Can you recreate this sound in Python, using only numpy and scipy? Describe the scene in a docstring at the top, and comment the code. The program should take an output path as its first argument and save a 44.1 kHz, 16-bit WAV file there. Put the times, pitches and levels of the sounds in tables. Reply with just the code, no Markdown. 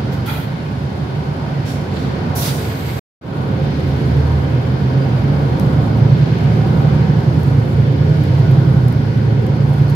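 """City bus, rear seats.

A six-cylinder diesel idles while brake valves vent air three times. The sound is muted for a fifth of
a second and fades back in as the bus pulls away through two gear changes. Engine orders sweep through
the booming cabin, combustion shakes the panels, gears whine, loose trim ticks, squeaks and buzzes."""
import sys
import numpy as np
from scipy import signal
from scipy.fft import rfft, irfft, next_fast_len
from scipy.io import wavfile
from scipy.ndimage import uniform_filter1d

SR = 44100
rng = np.random.default_rng(int(sys.argv[2]) if len(sys.argv) > 2 else 0)


def generate_wav(signal):
    """Clip the signal to [-1, 1] and save it as 16-bit WAV at the path in sys.argv[1]."""
    frames = np.transpose(np.atleast_2d(signal))
    scaled = np.clip(frames, -1, 1) * 32767
    pcm = np.round(scaled).astype(np.int16)
    wavfile.write(sys.argv[1], SR, pcm)


N = 438794
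T = np.arange(N) / SR
FFT_SIZE = 6 * next_fast_len(N // 6 + 1)
HZ = np.maximum(np.arange(FFT_SIZE // 2 + 1) * SR / FFT_SIZE, 1.)
MUTE_S, RESUME_S, FADE_S = 2.994, 3.211, .17


# four-stroke cycle rate: t/s, f/Hz
CYCLE_RATE = [(0, 6.58), (.75, 6.48), (1.5, 6.22), (2.5, 6.97), (3, 6.92), (3.9, 6.13), (4.7, 6.97),
              (5.5, 8.17), (6.1, 9.58), (6.3, 10.68), (6.7, 11.86), (6.9, 11.96), (7.1, 11.6), (7.3, 10.4),
              (7.7, 8.91), (7.9, 9.63), (8.6, 11.03), (8.8, 10.75), (9, 9.48), (9.15, 9.09), (9.4, 9.43),
              (9.95, 9.59)]

def flywheel():
    """Inertia rounds each speed change; returns cycle rate/Hz and phase/rad."""
    cycle_hz = uniform_filter1d(curves(CYCLE_RATE)[0], size=6000)
    return cycle_hz, 2 * np.pi * np.cumsum(cycle_hz) / SR


IDLE_HZ = 6.5
MAIN_ORDERS = (6, 9, 12, 15, 18, 21)  # cycle-rate multiples; three cylinders fire per bank
MAIN_DB, MAIN_DB_PER_OCTAVE = (-6.5, -4.5, -.5, 1.25, -1.5, -6), (-1, 1, -1, 2, -8.5, 4)
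# engine load: t/s, then level/dB of main orders, minor orders, boom, drone, roar, clatter
LOAD = [(0, -32.5, -2, -20.5, -31, -31, -37), (.7, -38, -12, -21, -32, -33.5, -38),
        (1.5, -39.5, -16, -21, -30.5, -32, -36.5), (2.2, -40, 3, -18, -28, -30, -36.5),
        (2.98, -30.5, -15, -23.5, -31, -31, -37), (3.6, -33, -0.5, -17, -26, -30.5, -36.5),
        (4.3, -20.5, -0.5, -18.5, -27, -30, -35.5), (5.1, -27, -5, -17.5, -26.5, -29, -36.5),
        (5.6, -31.5, -10, -14, -24, -28.5, -35), (6, -22.5, -9.5, -13.5, -24.5, -29, -37),
        (6.35, -22, -4, -17.5, -25.5, -30, -35.5), (6.85, -23.5, -8.5, -17, -24.5, -28, -35),
        (7.4, -22.5, -3, -18, -25.5, -30.5, -37.5), (7.7, -25.5, -5, -16, -26.5, -31, -38),
        (8.1, -18.5, -5.5, -20, -25, -31, -37), (8.6, -16.5, -4.5, -19, -25.5, -32, -37),
        (9, -25, -8.5, -17, -26.5, -32.5, -38.5), (9.45, -21.5, -4, -18, -26, -33.5, -39),
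        (9.95, -24, -5.5, -22.5, -27.5, -31.5, -36.5)]
# balance under load: t/s, then gain/dB per main order
BALANCE = [(0, 0, 0, 0, 0, 0, -12), (3.6, 0, 0, -6, 0, -5, 2), (4.2, -5, -7, 2, -6, -14, 4),
           (4.55, -12, -7, -4, -6, -3, 0), (4.8, -15, -4, -5, -8, 3, 1), (5.3, 6, 2, -1, -5, 11, -6),
           (5.75, 2, 4, -8, -10, 7, -5), (6, 7, -5, 3, -1, -2, -4), (6.4, 7, 2, -2, 0, 7, -28),
           (6.9, 0, 0, 4, 0, 3, -32), (7.2, 3, 3, -2, 0, 1, -22), (7.5, -3, 0, 1, 1, -3, -4),
           (7.8, 0, -4, 3, -2, -3, 2), (8.1, 0, 1, -6, -1, 3, -18), (8.4, 1, 2, -2, -9, -2, -32),
           (8.75, -4, 0, 2, -3, 2, -32), (8.95, 0, -2, 2, -3, -4, -8), (9.3, -1, -5, 2, -4, -9, 10),
           (9.95, -6, -2, -1, 1, -6, 9)]
# from unequal cylinders and pipes: order, level/dB
MINOR_ORDERS = [(7, 4), (8, -1), (10, -1), (11, -10), (13, -8), (14, -13), (16, -23), (17, -21), (19, -26),
                (20, -28), (23, -27), (24, -28)]
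# firing overtones: order, level/dB re main orders
OVERTONES = [(30, -14), (36, -20)]
# mounts and floor, path of the main orders: f/Hz, gain/dB
MOUNTS = [(36, -29), (46, -4), (57, -12), (66, -12), (72, 7), (79, 6.5), (88, 5), (100, -0.7), (112, 10),
          (127, 8.5), (142, 7), (152, 8), (165, -1), (180, -0.5), (200, -9), (225, 16.5)]
# cabin, path of the minor orders: f/Hz, gain/dB
CABIN = [(36.0, -71.2), (50.0, -64.4), (62.0, -59.4), (72.0, -29.9), (79.0, -22.9), (88.0, -24.3),
         (100.0, -25.5), (112.0, -7.0), (122.0, -11.0), (132.0, -4.0), (142.0, -3.5), (152.0, 0.0),
         (165.0, -12.0), (180.0, -2.0), (200.0, -3.8), (225.0, -0.5), (290.0, -18.4)]

def engine_orders(cycle_hz, phase):
    """Harmonics of the firing cycle sweep through the mount and cabin resonances."""
    main_db, minor_db = curves(LOAD)[:2]
    octaves = np.log2(cycle_hz / IDLE_HZ)
    levels = [(order, db + minor_db + colour(CABIN, order * cycle_hz)) for order, db in MINOR_ORDERS]
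    for order, db, slope, shift_db in zip(MAIN_ORDERS, MAIN_DB, MAIN_DB_PER_OCTAVE, curves(BALANCE)):
        source_db = main_db + db + shift_db + slope * octaves
        levels.append((order, source_db + colour(MOUNTS, order * cycle_hz)))
    levels += [(order, db + main_db) for order, db in OVERTONES]
    tones, step = 0, 16  # low tones, run at SR / step
    for order, db in levels:
        drift_rad = .2 * wander(4, step) + 2 * np.pi * rng.random()
        tones += undb(db[::step] + wander(7, step)) * np.sin(order * phase[::step] + drift_rad)
    return signal.resample_poly(tones, step, 1)[:N]


# noise through floor and bulkhead: f/Hz, density/dB
ROAR_SPECTRUM = [(15, -88.5), (25, -43), (43, -38.5), (51, -40), (65, -21), (137, -9), (179, -17.5),
                 (435, -22), (571, -23), (934, -26), (1110, -29), (1450, -31.5), (2690, -41), (4980, -45),
                 (9000, -73), (11700, -104), (19800, -120)]
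# panel resonances: f/Hz, width/Hz, gain/dB
PANEL_MODES = [(76, 12, 3), (145, 25, 4), (197, 8, 6), (285, 12, 4), (344, 25, 3), (435, 14, 5),
               (510, 50, 1), (940, 25, 6), (1450, 25, 5), (1685, 30, 5), (2450, 200, 2), (3500, 500, 2),
               (4910, 120, 2.5)]

def panel_roar(phase):
    """Combustion noise booms in the cabin; above the boom, the panels throb with the firings."""
    boom_db, drone_db, roar_db, clatter_db = curves(LOAD)[2:]
    noise = diffuse(colour(ROAR_SPECTRUM) + resonances(PANEL_MODES))
    throb = 1 + .038 * np.cos(MAIN_ORDERS[0] * phase)
    out = unit_rms(band(noise, 15, 270)) * undb(boom_db)
    for lo_hz, half_octaves, level_db in ((270, 2, drone_db), (540, 3, roar_db), (1527, 5, clatter_db)):
        swell_db = .54 * wander(2.96)
        edges_hz = lo_hz * 2 ** (np.arange(half_octaves + 1) / 2)
        layer = sum(band(noise, lo, hi) * undb(swell_db + .49 * wander(7))
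                    for lo, hi in zip(edges_hz, edges_hz[1:]))
        out += unit_rms(layer) * undb(level_db) * throb
    return out


# air blows, one list per outlet:
# t/s, attack/s, hold/s, sag/(dB/s), release/(dB/s), hiss/dB, whistle/dB, rush/dB
BLOWS = [
    [(.115, .01, .02, 13, 221.5, -46, -47, -35), (.258, 0.0025, 0.15, 26, 200, -37.5, -46, -29)],
    [(1.648, 0.023, 0.048, 13, 117, -43, -39, -37), (1.9, 0.063, 0.12, 11, 82, -53, -47, -36)],
    [(2.35, 0.012, 0.07, 11, 110, -25.5, -30, -33.5)],
    [(2.41, 0.012, 0.055, 29, 73, -31, -31, -29)],
    [(2.43, .015, .06, 10, 150, -70, -70, -33.5)],
    [(2.53, 0.1, 0.45, 4, 98, -41.5, -45.5, -37)],
]
# resonances, one list per outlet: f/Hz, width/Hz, gain/dB
OUTLET_MODES = [
    [(870, 210, 20), (1360, 280, 17), (2000, 180, 12.5), (2415, 220, 9.5), (3300, 300, 11.5),
     (3980, 290, 4), (8200, 700, -11), (12500, 3000, 6.5)],
    [(5600, 800, 15), (7260, 300, 11), (6830, 200, 7), (10700, 2000, 6)],
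    [(4100, 500, 5.5), (5800, 550, 10), (7160, 400, 4), (8300, 600, -8), (10000, 800, 2),
     (12700, 3000, 6.5)],
    [(3700, 1400, 6.5), (5120, 1100, 4), (8170, 610, -4), (9500, 1200, 7.5), (12500, 3000, 1)],
    [(1350, 400, 12), (2100, 600, 10)],
    [(2200, 790, 8), (9200, 500, -2), (12800, 1600, 13)],
]
# brief rough ringing pulses in the first air blast: t/s, length/s, f/Hz, level/dB
VENT_RESONANCE_PULSES = [(.265, .015, 3300, -40), (.282, .02, 1370, -33), (.288, .03, 2450, -38),
                         (.298, .03, 3280, -38), (.31, .02, 2000, -38), (.312, .02, 900, -31),
                         (.336, .012, 1400, -36), (.345, .035, 3300, -39), (.352, .045, 2420, -38),
                         (.355, .04, 4000, -43), (.385, .02, 750, -32), (.395, .04, 1400, -37),
                         (.42, .03, 3250, -43)]

def brake_valves():
    """Turbulent jets ring their outlets, sag and die away; the first vent's resonances pulse."""
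    out, n = np.zeros((2, N)), N // 3
    for blows, modes in zip(BLOWS, OUTLET_MODES):
        jet = diffuse(resonances(modes), step=3)
        hiss, whistle, rush = (unit_rms(band(jet, lo_hz, hi_hz, step=3))
                               for lo_hz, hi_hz in ((8300, 17000), (4700, 8300), (750, 4700)))
        rush *= undb(1.6 * wander(70)[:n])  # level flutters
        for start_s, attack_s, hold_s, sag, release, hiss_db, whistle_db, rush_db in blows:
            age_s = np.maximum(T[:n] - start_s, 0)
            fall_db = sag * np.minimum(age_s, hold_s) + release * np.maximum(age_s - hold_s, 0)
            envelope = (1 - np.exp(-age_s / attack_s)) * undb(-fall_db)
            air = hiss * undb(hiss_db) + whistle * undb(whistle_db) + rush * undb(rush_db)
            out[:, :n] += envelope * air
    out += rough_tones(VENT_RESONANCE_PULSES, waver=.06)
    return out * undb(.6 * wander(25)) * pan(-2)


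# gear tone: t/s, f/Hz, level/dB
WHINE = [(5.1, 410, -60), (5.25, 425, -31), (5.8, 535, -34), (5.95, 565, -44), (6.1, 595, -33),
         (6.45, 704, -37), (6.7, 782, -36), (6.9, 792, -37), (7.1, 762, -39), (7.5, 595, -42),
         (7.75, 560, -55), (8.1, 630, -38), (8.6, 686, -39), (8.8, 660, -41), (8.95, 600, -41),
         (9.1, 570, -60)]

def gear_whine():
    """Meshing gears: one gliding tone, wavering in pitch and level."""
    hz, db = curves(WHINE)
    hz = uniform_filter1d(hz, size=4000) * (1 + .004 * wander(30))
    return undb(db + 2.2 * wander(14)) * np.sin(2 * np.pi * np.cumsum(hz) / SR)


# trim knocks: t/s, level/dB, left minus right/dB
TICKS = [(3.8885, -40, -3), (5.5971, -30, 16), (5.608, -40, 14), (5.9733, -42, -1), (7.4324, -35, 1.1),
         (8.2371, -34, 13), (8.3858, -46, 0.1), (8.5125, -36, 5), (8.6495, -46, 3), (8.6781, -53, 1),
         (8.723, -43, 1.1), (8.7764, -44, 11), (8.883, -31.5, 13), (8.9245, -36, 10), (9.1745, -42, 9.5),
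         (9.4229, -44, 6), (9.4663, -40, 11), (9.6913, -40, 6.5), (9.7015, -43, 6.5), (9.7322, -39, 0.1),
         (9.7385, -40, 3), (9.789, -45, 3), (9.8175, -45, -1.1), (9.898, -34, 8), (9.907, -39, 8)]
# tick spectrum: f/Hz, level/dB
TICK_SPECTRUM = [(2500, -22), (4500, -4.5), (6500, -8), (8500, -12.5), (11000, -4.5), (14000, -6),
                 (16000, -11.5)]
TICK_T60_S, SHIVER_T60_S, SHIVER_DB, TINY_TICKS_PER_S = .005, .25, -27.5, 9

def trim_ticks():
    """Loose trim knocks and shivers on in bursts of bright noise; the moving bus adds tiny ticks."""
    buzz_db, = curves(BUZZ_LEVEL)
    tiny = rng.random(N) < TINY_TICKS_PER_S / SR * (T > RESUME_S)
    strikes = tiny * undb(buzz_db + 3 + 1.5 * rng.exponential(size=N)) * pan(5)
    for start_s, db, pan_db in TICKS:
        strikes[:, int((start_s + .001) * SR)] += undb(db) * pan(pan_db)[:, 0]
    age_s = T[None, :9000]
    decay = undb(-60 * age_s / TICK_T60_S) + undb(SHIVER_DB - 60 * age_s / SHIVER_T60_S)
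    envelope = signal.fftconvolve(strikes, decay, axes=1)[:, :N]
    noise = rfft(rng.standard_normal((1, FFT_SIZE))) * undb(colour(TICK_SPECTRUM))
    return envelope * unit_rms(band(noise, 2000, 17000))


# rubbing fittings: t/s, length/s, f/Hz, level/dB
SQUEAKS = [(4.75, .06, 4880, -50), (4.91, .04, 4880, -54), (5.03, .055, 4860, -47), (5.18, .03, 4900, -50),
           (5.25, 1.3, 4920, -57), (5.41, .04, 4900, -50), (5.9, .05, 4900, -50), (9.68, .04, 3480, -54),
           (9.735, .015, 3350, -49), (9.78, .02, 3450, -50), (9.887, .012, 4300, -44),
           (9.92, .014, 4300, -44)]

def squeaks():
    """Fittings stick and slip."""
    return rough_tones(SQUEAKS, waver=.014)


# thin tones: t/s, length/s, f/Hz, level/dB
HUMS = [(8.704, 2.3, 1450, -46.5), (9.752, 0.67, 750, -41)]

def hums():
    """Steady pitches swell and fade."""
    return sum(undb(db) * bell(T, peak_s, length_s) * np.sin(2 * np.pi * hz * T)
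               for peak_s, length_s, hz, db in HUMS)


# trim buzz: t/s, level/dB
BUZZ_LEVEL = [(0, -55.5), (1.5, -56), (2.9, -56), (3.6, -58), (4, -54), (4.76, -58), (5.73, -54.5),
              (6.1, -57.5), (6.8, -54.5), (7.15, -57.5), (7.43, -52.5), (7.6, -55.5), (7.72, -54),
              (7.9, -59), (8.2, -55), (9.5, -59), (9.88, -55)]
# buzz spectrum: f/Hz, density/dB
BUZZ_SPECTRUM = [(4120, -31), (7000, -4.5), (8360, -9), (11200, -5), (12600, -7.5), (15600, -13)]

def trim_buzz():
    """Tiny rattles merge into a flickering treble haze, duller at a standstill."""
    buzz_db, = curves(BUZZ_LEVEL)
    haze = band(diffuse(colour(BUZZ_SPECTRUM)), 5700, 17000)
    top = haze - uniform_filter1d(haze, size=2)
    haze -= .64 * (T < MUTE_S) * top
    flicker_db = np.where(T > RESUME_S, 1.1, .7) * wander(110)
    return unit_rms(haze) * undb(buzz_db + flicker_db)


# left-right likeness, inverted near 1 kHz by cross-cabin standing waves: f/Hz, correlation
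CORRELATION = [(150, .995), (200, .95), (300, .85), (430, .45), (700, .38), (850, .2), (950, 0),
               (1080, -.45), (1250, -.26), (1450, 0), (1680, -.3), (1950, 0)]

def diffuse(shape_db, step=1):
    """Stereo spectra of noise from all sides: alike in the bass, unrelated in the treble."""
    alike = colour(CORRELATION, HZ[::step])
    mid, side = rfft(rng.standard_normal((2, 2 * len(alike) - 2)))
    mid, side = mid * np.sqrt(1 + alike), side * np.sqrt(1 - alike)
    return np.array([mid + side, mid - side]) * undb(shape_db[::step])


def rough_tones(events, waver):
    """Tone pulses that shake in level and in pitch (waver: fraction of f)."""
    out = np.zeros(N)
    pitch_ratio, flutter = 1 + waver * wander(500), undb(3 * wander(250))
    for peak_s, length_s, hz, db in events:
        start, end = int((peak_s - 2 * length_s) * SR), int((peak_s + 2 * length_s) * SR)
        stretch = slice(start - hz, end - hz)  # each pitch shakes its own way
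        tone = flutter[stretch] * np.sin(2 * np.pi * hz * np.cumsum(pitch_ratio[stretch]) / SR)
        out[start:end] += undb(db) * bell(T[start:end], peak_s, length_s) * tone
    return out


def band(spectra, lo_hz, hi_hz, step=1):
    """One band as N // step samples; edges 0.15 octave wide."""
    def edge(hz):
        return np.clip(.5 + np.log2(HZ[::step] / hz) / .15, 0, 1) * np.pi / 2
    return irfft(spectra * np.sin(edge(lo_hz)) * np.cos(edge(hi_hz)))[:, :N // step]


def wander(rate_hz, step=1):
    """Smooth random curve, spread near 1."""
    span = int(SR / rate_hz)
    knots = rng.standard_normal(N // span + 2)
    joined = np.interp(T[::step] * rate_hz, np.arange(len(knots)), knots)
    return 1.533 * uniform_filter1d(joined, span // 2 // step)


def curves(table):
    """Columns of a time table, per sample."""
    times_s, *columns = np.transpose(table)
    return [np.interp(T, times_s, column) for column in columns]


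def colour(table, hz=HZ):
    """Frequency table, interpolated over log f."""
    knots_hz, values = np.transpose(table)
    return np.interp(np.log(hz), np.log(knots_hz), values)


def resonances(modes):
    """Summed gain/dB over frequency."""
    return sum(db / (1 + (2 * (HZ - hz) / width_hz) ** 2) for hz, width_hz, db in modes)


def bell(t, peak_s, length_s):
    return np.exp(-(2 * (t - peak_s) / length_s) ** 2)


def pan(left_minus_right_db):
    return undb(np.array([[.5], [-.5]]) * left_minus_right_db)


def undb(db):
    return 10 ** (db / 20)


def unit_rms(x):
    return x / np.sqrt(np.mean(x ** 2))


def scene():
    cycle_hz, phase = flywheel()
    drivetrain = engine_orders(cycle_hz, phase) + gear_whine() + hums() + panel_roar(phase)
    return drivetrain + brake_valves() + trim_buzz() + trim_ticks() + squeaks()


# stereo tilt: f/Hz, left minus right/dB
TILT = [(60, -1), (110, -2), (200, -4), (380, -1.5), (700, -1), (1290, 0.0), (2380, 0.0), (4400, 0),
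        (8120, -0.5), (15000, -2.5)]
LOWPASS_HZ = 15650

def record(dry):
    """Bass leans right; the sound mutes, fades back in, clips near full scale and loses its top."""
    tilted = irfft(rfft(dry, FFT_SIZE) * pan(colour(TILT)), FFT_SIZE)[:, :N]
    fade_in = np.clip((T - RESUME_S) / FADE_S, 0, 1) ** .61
    gain = uniform_filter1d(np.where(T < MUTE_S, 1, fade_in), size=40)
    clipped = np.clip(tilted * gain, -1.02, 1.02)
    return signal.sosfiltfilt(signal.ellip(8, .2, 45, LOWPASS_HZ, fs=SR, output="sos"), clipped)


dry = scene()
out = record(dry)
generate_wav(out)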